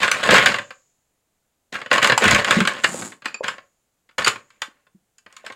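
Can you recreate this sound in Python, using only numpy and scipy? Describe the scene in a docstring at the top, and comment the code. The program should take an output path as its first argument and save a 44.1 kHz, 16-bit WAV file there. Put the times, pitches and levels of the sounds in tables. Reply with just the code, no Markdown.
"""Paintbrush handles clack, roll and scrape as a hand rummages through a plastic case on a wooden table.
Each impact excites the bending modes of the handles and the resonances of the hollow case;
now and then a single brush rings as a free bar. The case is shoved over the table, an arm bumps softly
on it and a sleeve slides past, all close to a small microphone in a quiet room."""
import sys
import numpy as np
from scipy import signal
from scipy.fft import rfft, irfft, next_fast_len
from scipy.io import wavfile
from scipy.ndimage import uniform_filter1d, map_coordinates

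SR = 44100
rng = np.random.default_rng(int(sys.argv[2]) if len(sys.argv) > 2 else 0)


def to_wav(sig):
    """Store sig (one row per channel, or 1-D mono) as 16-bit WAV at the path in sys.argv[1].

    Samples outside -1..1 are clipped; the rate is SR.
    """
    pcm = np.clip(np.atleast_2d(sig), -1, 1) * 32767
    pcm = np.round(pcm).astype(np.int16)
    wavfile.write(sys.argv[1], SR, pcm.T)  # frames by channels


N = 244755

# handles striking the case: t/s, level/dB, hardness (-3 soft, 0 ordinary, 5 sharp)
HANDLE_IMPACTS = [(.031, -22, 0.7), (0.045, -27.5, 0), (.078, -23, -.5), (.114, -20.5, 3),
                  (.289, -19.5, -3.5), (.307, -19.5, 1), (.34, -23.5, 3), (0.358, -22, 0),
                  (0.38, -18, -1.1), (.459, -15, 1), (.468, -21, -0.5), (.541, -25, -.5), (.585, -29, -1),
                  (.705, -41, -1), (1.725, -42.5, 2.5), (1.815, -38, -1.5), (1.86, -38, -2),
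                  (1.913, -18, -2), (1.929, -22, 1), (1.979, -21, -.5), (2.028, -21.5, 1.5),
                  (2.044, -17, 1), (2.072, -24, 2.5), (2.097, -18, -2), (2.12, -19.5, -2),
                  (2.177, -23.5, 4.5), (2.24, -20.5, 1), (2.279, -20.5, 1.5), (2.31, -25, 5),
                  (2.346, -20, 1.5), (2.445, -23, 1), (2.508, -16.5, 1), (2.603, -21.5, 0),
                  (2.651, -26.5, -0.5), (2.673, -20.5, 1), (2.836, -27, 1.5), (2.842, -16, 0),
                  (3.02, -38.5, -3), (3.12, -46, -1), (3.22, -49.5, -1), (3.256, -28, 0),
                  (3.441, -31.5, -.5), (3.481, -26, 1), (3.581, -47, -2.5), (4.09, -59.5, -0.5),
                  (4.11, -65.5, 0), (4.182, -29, 2.5), (4.246, -30, 4), (4.262, -24.5, 1), (4.27, -18, -.5),
                  (4.278, -22, 4), (4.357, -41, -1), (4.503, -58, 1.5), (4.618, -29, 2.2),
                  (4.867, -64.5, -1.5), (5.182, -63, 6.5), (5.325, -61.5, 5.5), (5.262, -50.5, -1.5),
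                  (5.365, -47.5, 4), (5.463, -39, 1.5), (5.5, -43, -2.5), (5.522, -47.5, 2)]
# table knock, case body, wood snap, ferrule click: level/dB, gain per hardness step/dB, buzz time/s
IMPACT_BANDS = [(-10.5, -3.5, .012), (1.5, -0.56, .01), (-2, 0.5, 0.0091), (-12, 3, 0.0029)]
# edges of those four bands: f/Hz
IMPACT_BAND_EDGES = [95, 800, 2200, 5500, 18000]
# spectrum of handles on plastic: f/Hz, level/dB
CLATTER_SPECTRUM = [(50, -39.5), (125, -14.5), (250, -0.5), (370, -4.5), (520, 4), (800, -3.5), (1150, 2.5),
                    (1600, 5.5), (2900, -1.5), (4700, -11), (5900, -20.5), (7000, -13), (9000, -25),
                    (16000, -41.5)]
# resonances of the hollow case and table: f/Hz, level/dB
CASE_MODES = [(105, -7.5), (135, -3), (174, -23.5), (216, -18), (523, -9.5), (575, -2), (745, -29),
              (1060, 2), (1135, 1), (1447, -6.5), (1547, 7), (1700, 4), (2690, -12), (3000, -5.5),
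              (3520, -7.5), (4822, -15)]
# strokes of the hand through the handles: t/s, duration/s, effort level/dB
HAND_STROKES = [(0, 0.015, -21.5), (.02, 0.026, -19.5), (.1, 0.11, -27), (.22, 0.052, -19.5),
                (.28, .12, -13.5), (.46, .05, -21.5), (1.72, 0.034, -30), (1.78, 0.024, -42.5),
                (1.898, 0.03, -33.5), (1.915, 0.035, -17.5), (2.01, 0.049, -17), (2.185, .18, -15.5),
                (2.44, .13, -22), (2.67, .04, -28.5), (2.74, .04, -33), (3.24, 0.032, -41),
                (3.425, 0.049, -33), (4.18, 0.0066, -21.5), (4.265, 0.014, -30), (4.45, 0.34, -67.5),
                (5.26, 0.17, -60), (5.44, 0.031, -43)]
# one handle ringing freely: t/s, peak level/dB, frequency ratio to BAR_MODES, tilt/(dB per octave)
HANDLE_PINGS = [(3.282, -26, 1, 2), (3.343, -16.5, 1, 2), (4.245, -11, 1.85, -12)]
# bending modes of that handle: f/Hz, level/dB, T60/s
BAR_MODES = [(2500, 6.5, 0.042), (4640, 2, 0.036), (5390, -8, 0.026), (7200, 1.5, 0.023)]
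# soft bumps on case and table: t/s, peak level/dB, f/Hz
SOFT_BUMPS = [(0.332, -3, 514.5), (2.177, -2, 922), (2.324, -19, 131), (2.565, -9, 193), (2.584, -12, 228),
              (2.61, -10, 192.3), (2.943, -19, 514), (3.017, -27.5, 204), (3.407, -15.5, 528),
              (4.68, -43.5, 272.3), (4.945, -44.5, 186.2), (5.441, -32, 604)]
# the case dragging on the table: t/s, duration/s, level/dB
CASE_SHOVES = [(2.24, 0.079, -22.5)]
# spectrum of that drag: f/Hz, level/dB
DRAG_SPECTRUM = [(20, -8.5), (42, -1.5), (60, -8), (105, 3), (140, -1.5), (300, 2.5), (700, -46.5),
                 (2000, -120)]
# the sleeve sliding: t/s, duration/s, level/dB
SLEEVE_SLIDES = [(2.79, .27, -32.5)]
# spectrum of rubbing cloth: f/Hz, level/dB
CLOTH_SPECTRUM = [(59, -27), (100, -14), (135, 0.5), (255, 4.5), (398, -5), (547, -15), (705, -6.5),
                  (1760, -11), (2580, -16), (6150, -16.5), (6990, -3), (16000, -39)]
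# reverberation time of the room: f/Hz, T60/s
ROOM_DECAY = [(120, 0.26), (400, 0.27), (2000, 0.17), (12000, 0.14)]
# still room and microphone hiss: f/Hz, level/dB
AIR_SPECTRUM = [(25, -2), (90, -2), (345, -6.5), (680, -7), (1140, -11.5), (5600, -18.5), (6950, -11.5),
                (8500, -16), (16000, -21.5)]


def clacks():
    """Impact excitation: a soft blow favours the low table knock, a hard one the snap and click."""
    out, t = np.zeros(N), np.arange(SR // 7) / SR
    edges = zip(IMPACT_BAND_EDGES, IMPACT_BAND_EDGES[1:])
    bands = [signal.butter(4, pair, "band", fs=SR, output="sos") for pair in edges]
    attack = round(.025 * SR)  # the first 25 ms set each band's level
    for start, db, hardness in HANDLE_IMPACTS:
        for band, (band_db, step_db, buzz_s) in zip(bands, IMPACT_BANDS):
            part = signal.sosfilt(band, impact(t, buzz_s))
            add(out, start, amp(db + band_db + step_db * hardness) * part / np.std(part[:attack]))
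    return out


def impact(t, buzz_s, rise_s=0.0019, handle_t60=0.019, handle_db=-3, case_db=-9, chatter_db=-23):
    """Transient response: the handles buzz together, their modes die quickly and the case rings on."""
    chatter = amp(chatter_db) * fade(t, t60=.2)
    crack = rng.standard_normal(len(t)) * (np.exp(-(t / buzz_s) ** 2) + chatter)
    wood = ring(handle_modes(handle_t60) + handle_modes(handle_t60), t, scatter_db=3)  # two handles
    blow = shaped(crack / np.linalg.norm(crack) + amp(handle_db) * wood, CLATTER_SPECTRUM)
    onset = 1 - np.exp(-t / rise_s)  # the blow spreads through the bunch
    return (blow / np.linalg.norm(blow) + amp(case_db) * case_ring(t)) * onset


def handle_modes(t60):
    """Bending of a free bar: frequencies go as (2k + 1) squared, from a pitch set by its random length."""
    first_hz = rng.uniform(300, 800)
    return [(first_hz * ((2 * k + 1) / 3) ** 2, 0, t60) for k in range(1, 7)]


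def case_ring(t, low_t60=0.1, damping_exponent=0.043, grip_detune=.012):
    """Damped resonance: the case's higher modes die sooner; the changing grip detunes them a little."""
    lowest_hz = CASE_MODES[0][0]
    modes = [(hz * (1 + grip_detune * rng.standard_normal()), db,
              low_t60 * (lowest_hz / hz) ** damping_exponent) for hz, db in CASE_MODES]
    return ring(modes, t, scatter_db=5.5)


def stirring(effort, case_db=-8, clump_db=2, clumps_per_s=130, tick_db=-23):
    """Sliding friction: handles slip in clumps of tiny contacts that shake the case; ferrules tick."""
    contacts = grains(per_s=5000, spread_db=2.5)
    clumping = amp(clump_db * wobble(clumps_per_s * N / SR, N))
    slips = unit(contacts * clumping) * effort
    scrape = shifting_colour(shaped(slips, CLATTER_SPECTRUM), depth_db=2.5) * np.std(slips)
    case = signal.fftconvolve(slips, case_ring(np.arange(SR // 3) / SR))[:N]
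    t = np.arange(SR // 50) / SR
    taps = grains(per_s=90, spread_db=2)
    click = rng.standard_normal(len(t)) * fade(t, t60=.012)
    ticks = signal.fftconvolve(taps, click)[:N]
    ticks = shaped(ticks, [(1500, -21.0), (4500, 1.5), (7500, 2.5), (15000, -21)]) * effort
    return scrape + amp(case_db) * case + amp(tick_db) * ticks


def shifting_colour(x, depth_db):
    """Spectral modulation: the colour keeps changing as different handles touch."""
    spectra = signal.stft(x, nperseg=256)[2]
    field = uniform_filter1d(rng.standard_normal(spectra.shape), size=5, axis=0)  # smooth in frequency
    field = uniform_filter1d(field, size=6, axis=1)  # and in time
    return signal.istft(spectra * amp(depth_db * unit(field)), nperseg=256)[1][:N]


def pings(crack_db=-11, crack_t60=0.066, rise_s=0.0013):
    """Free vibration: a tapped handle buzzes against its neighbours and rings like a small bar."""
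    out, t = np.zeros(N), np.arange(SR // 5) / SR
    for start, db, ratio, tilt in HANDLE_PINGS:
        crack = shaped(rng.standard_normal(len(t)) * fade(t, crack_t60), CLATTER_SPECTRUM)
        modes = [(ratio * hz, mode_db + tilt * np.log2(hz / BAR_MODES[0][0]), t60)
                 for hz, mode_db, t60 in BAR_MODES]
        bar = unit(ring(modes, t, scatter_db=2))
        ping = (bar + amp(crack_db) * crack) * (1 - np.exp(-t / rise_s))
        add(out, start, amp(db) * ping / np.abs(ping).max())
    return out


def bumps(rise_cycles=2.0, t60_cycles=6.6, overtone_ratio=1.8, overtone_db=-13):
    """Compliant impact: a soft contact builds up gradually and leaves a dull, heavily damped note."""
    out, t = np.zeros(N), np.arange(SR // 5) / SR
    for start, db, hz in SOFT_BUMPS:
        note = np.sin(2 * np.pi * hz * t) + amp(overtone_db) * np.sin(2 * np.pi * overtone_ratio * hz * t)
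        onset = 1 - np.exp(-(t * hz / rise_cycles) ** 2)
        bump = note * fade(t, t60_cycles / hz) * onset
        add(out, start, amp(db) * bump / np.abs(bump).max())
    return out


def case_drag():
    """Stick-slip friction: the shoved case judders over the wood."""
    motion = strokes(CASE_SHOVES, rise_share=0.29, settle_db_per_s=248)
    return motion * shaped(grains(per_s=260, spread_db=2.0), DRAG_SPECTRUM)


def sleeve():
    """Friction noise: the dense contacts of sliding fibres merge into a hiss."""
    motion = strokes(SLEEVE_SLIDES, rise_share=0.29, settle_db_per_s=273)
    return motion * shaped(grains(per_s=6200, spread_db=5), CLOTH_SPECTRUM)


def after_ring(x, centre_hz=6950, half_width_hz=750, t60=0.97):
    """Narrow-band decay: a faint high ring hangs on behind the sound."""
    t = np.arange(SR) / SR
    tail = rng.standard_normal(SR) * fade(t, t60)
    tail = colour(tail / np.linalg.norm(tail), lambda hz: 1 / (1 + ((hz - centre_hz) / half_width_hz) ** 2))
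    return signal.fftconvolve(x, tail)[:N]


def room(x, delay_s=0.0053):
    """Reverberation: the small room's diffuse reflections decay at a rate that depends on frequency."""
    hz, t, spectra = signal.stft(rng.standard_normal(SR), SR, nperseg=256)
    tail = signal.istft(spectra * fade(t, along(ROOM_DECAY, hz)[:, None]), SR, nperseg=256)[1]
    response = np.pad(tail / np.linalg.norm(tail), (round(delay_s * SR), 0))
    return signal.fftconvolve(x, response)[:N]


def air(level_db=-73):
    """Noise floor: the still room and the microphone give a steady broadband hiss."""
    return amp(level_db) * shaped(rng.standard_normal(N), AIR_SPECTRUM)


def strokes(rows, rise_share, settle_db_per_s):
    """Amplitude envelope: each move gathers speed, holds it and decays once the hand stops."""
    now, gain = np.arange(N) / SR, np.zeros(N)
    for start, length, db in rows:
        speed = np.clip((now - start) / (rise_share * length), 0, 1) ** 2
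        since_stop = np.maximum(now - start - length, 0)
        gain = np.maximum(gain, speed * amp(db - settle_db_per_s * since_stop))
    return gain


def ring(modes, t, scatter_db):
    """Modal superposition at unit energy: strengths and signs are random, as the striking point varies."""
    hz, db, t60 = np.transpose(modes)[:, :, None]
    size = amp(db + scatter_db * rng.standard_normal(hz.shape)) * rng.choice([-1, 1], hz.shape)
    y = np.sum(size * np.sin(2 * np.pi * hz * t) * fade(t, t60), axis=0)
    return y / np.linalg.norm(y)


def grains(per_s, spread_db):
    """Shot noise: tiny contacts of uneven size at random times."""
    hits = rng.random(N) < per_s / SR
    return hits * rng.standard_normal(N) * amp(spread_db * rng.standard_normal(N))


def wobble(knots, size):
    """Spline interpolation: a smooth curve through random knots."""
    return map_coordinates(rng.standard_normal(int(knots) + 4), [np.linspace(0, knots, size)])


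def shaped(x, spectrum):
    """Spectral shaping by (f/Hz, level/dB) points, at unit rms."""
    return unit(colour(x, lambda hz: amp(along(spectrum, hz))))


def colour(x, gain):
    """Minimum-phase filter: folding the cepstrum makes the magnitude gain(f) causal."""
    m = 2 * next_fast_len(len(x) // 2 + 2048)
    magnitude = np.maximum(gain(np.fft.rfftfreq(m, 1 / SR)), 1e-6)
    cepstrum = irfft(np.log(magnitude), m)
    cepstrum[1:m // 2] *= 2
    cepstrum[m // 2 + 1:] = 0
    return irfft(rfft(x, m) * np.exp(rfft(cepstrum)), m)[:len(x)]


def along(points, hz):
    """Interpolation of (f/Hz, value) points on a logarithmic axis."""
    f, values = np.transpose(points)
    return np.interp(np.log(hz + 1), np.log(f + 1), values)


def fade(t, t60):
    """Exponential decay by 60 dB in t60 seconds."""
    return np.exp(-np.log(1000) * t / np.maximum(t60, 1e-3))


def amp(db):
    """Amplitude ratio of a level in decibels."""
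    return 10 ** (np.asarray(db) / 20)


def unit(x):
    """Normalisation to unit rms."""
    return x / np.sqrt(np.mean(x ** 2) + 1e-20)


def add(track, start_s, sound):
    """Superposition of a sound on the track from start_s onward."""
    start = max(round(start_s * SR), 0)
    track[start:start + len(sound)] += sound[:max(N - start, 0)]


def scene():
    """Direct and reverberant fields add: every source lies within arm's reach in one small room."""
    effort = strokes(HAND_STROKES, rise_share=0.26, settle_db_per_s=211)
    rummage = stirring(effort)
    background = air()
    direct = clacks() + rummage + pings() + bumps() + case_drag() + sleeve()
    return (direct + amp(-9.5) * room(direct) + amp(-9.5) * after_ring(rummage) + background)[None]


def record(dry, top_hz=15800):
    """Soft saturation and band limiting: the microphone rounds peaks and passes nothing above top_hz."""
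    rounded = dry / (1 + np.abs(dry) ** 6) ** (1 / 6)
    m = next_fast_len(N + SR // 2)
    passband = np.fft.rfftfreq(m, 1 / SR) < top_hz
    return irfft(rfft(rounded, m) * passband, m)[..., :N]


dry = scene()
out = record(dry)
to_wav(out)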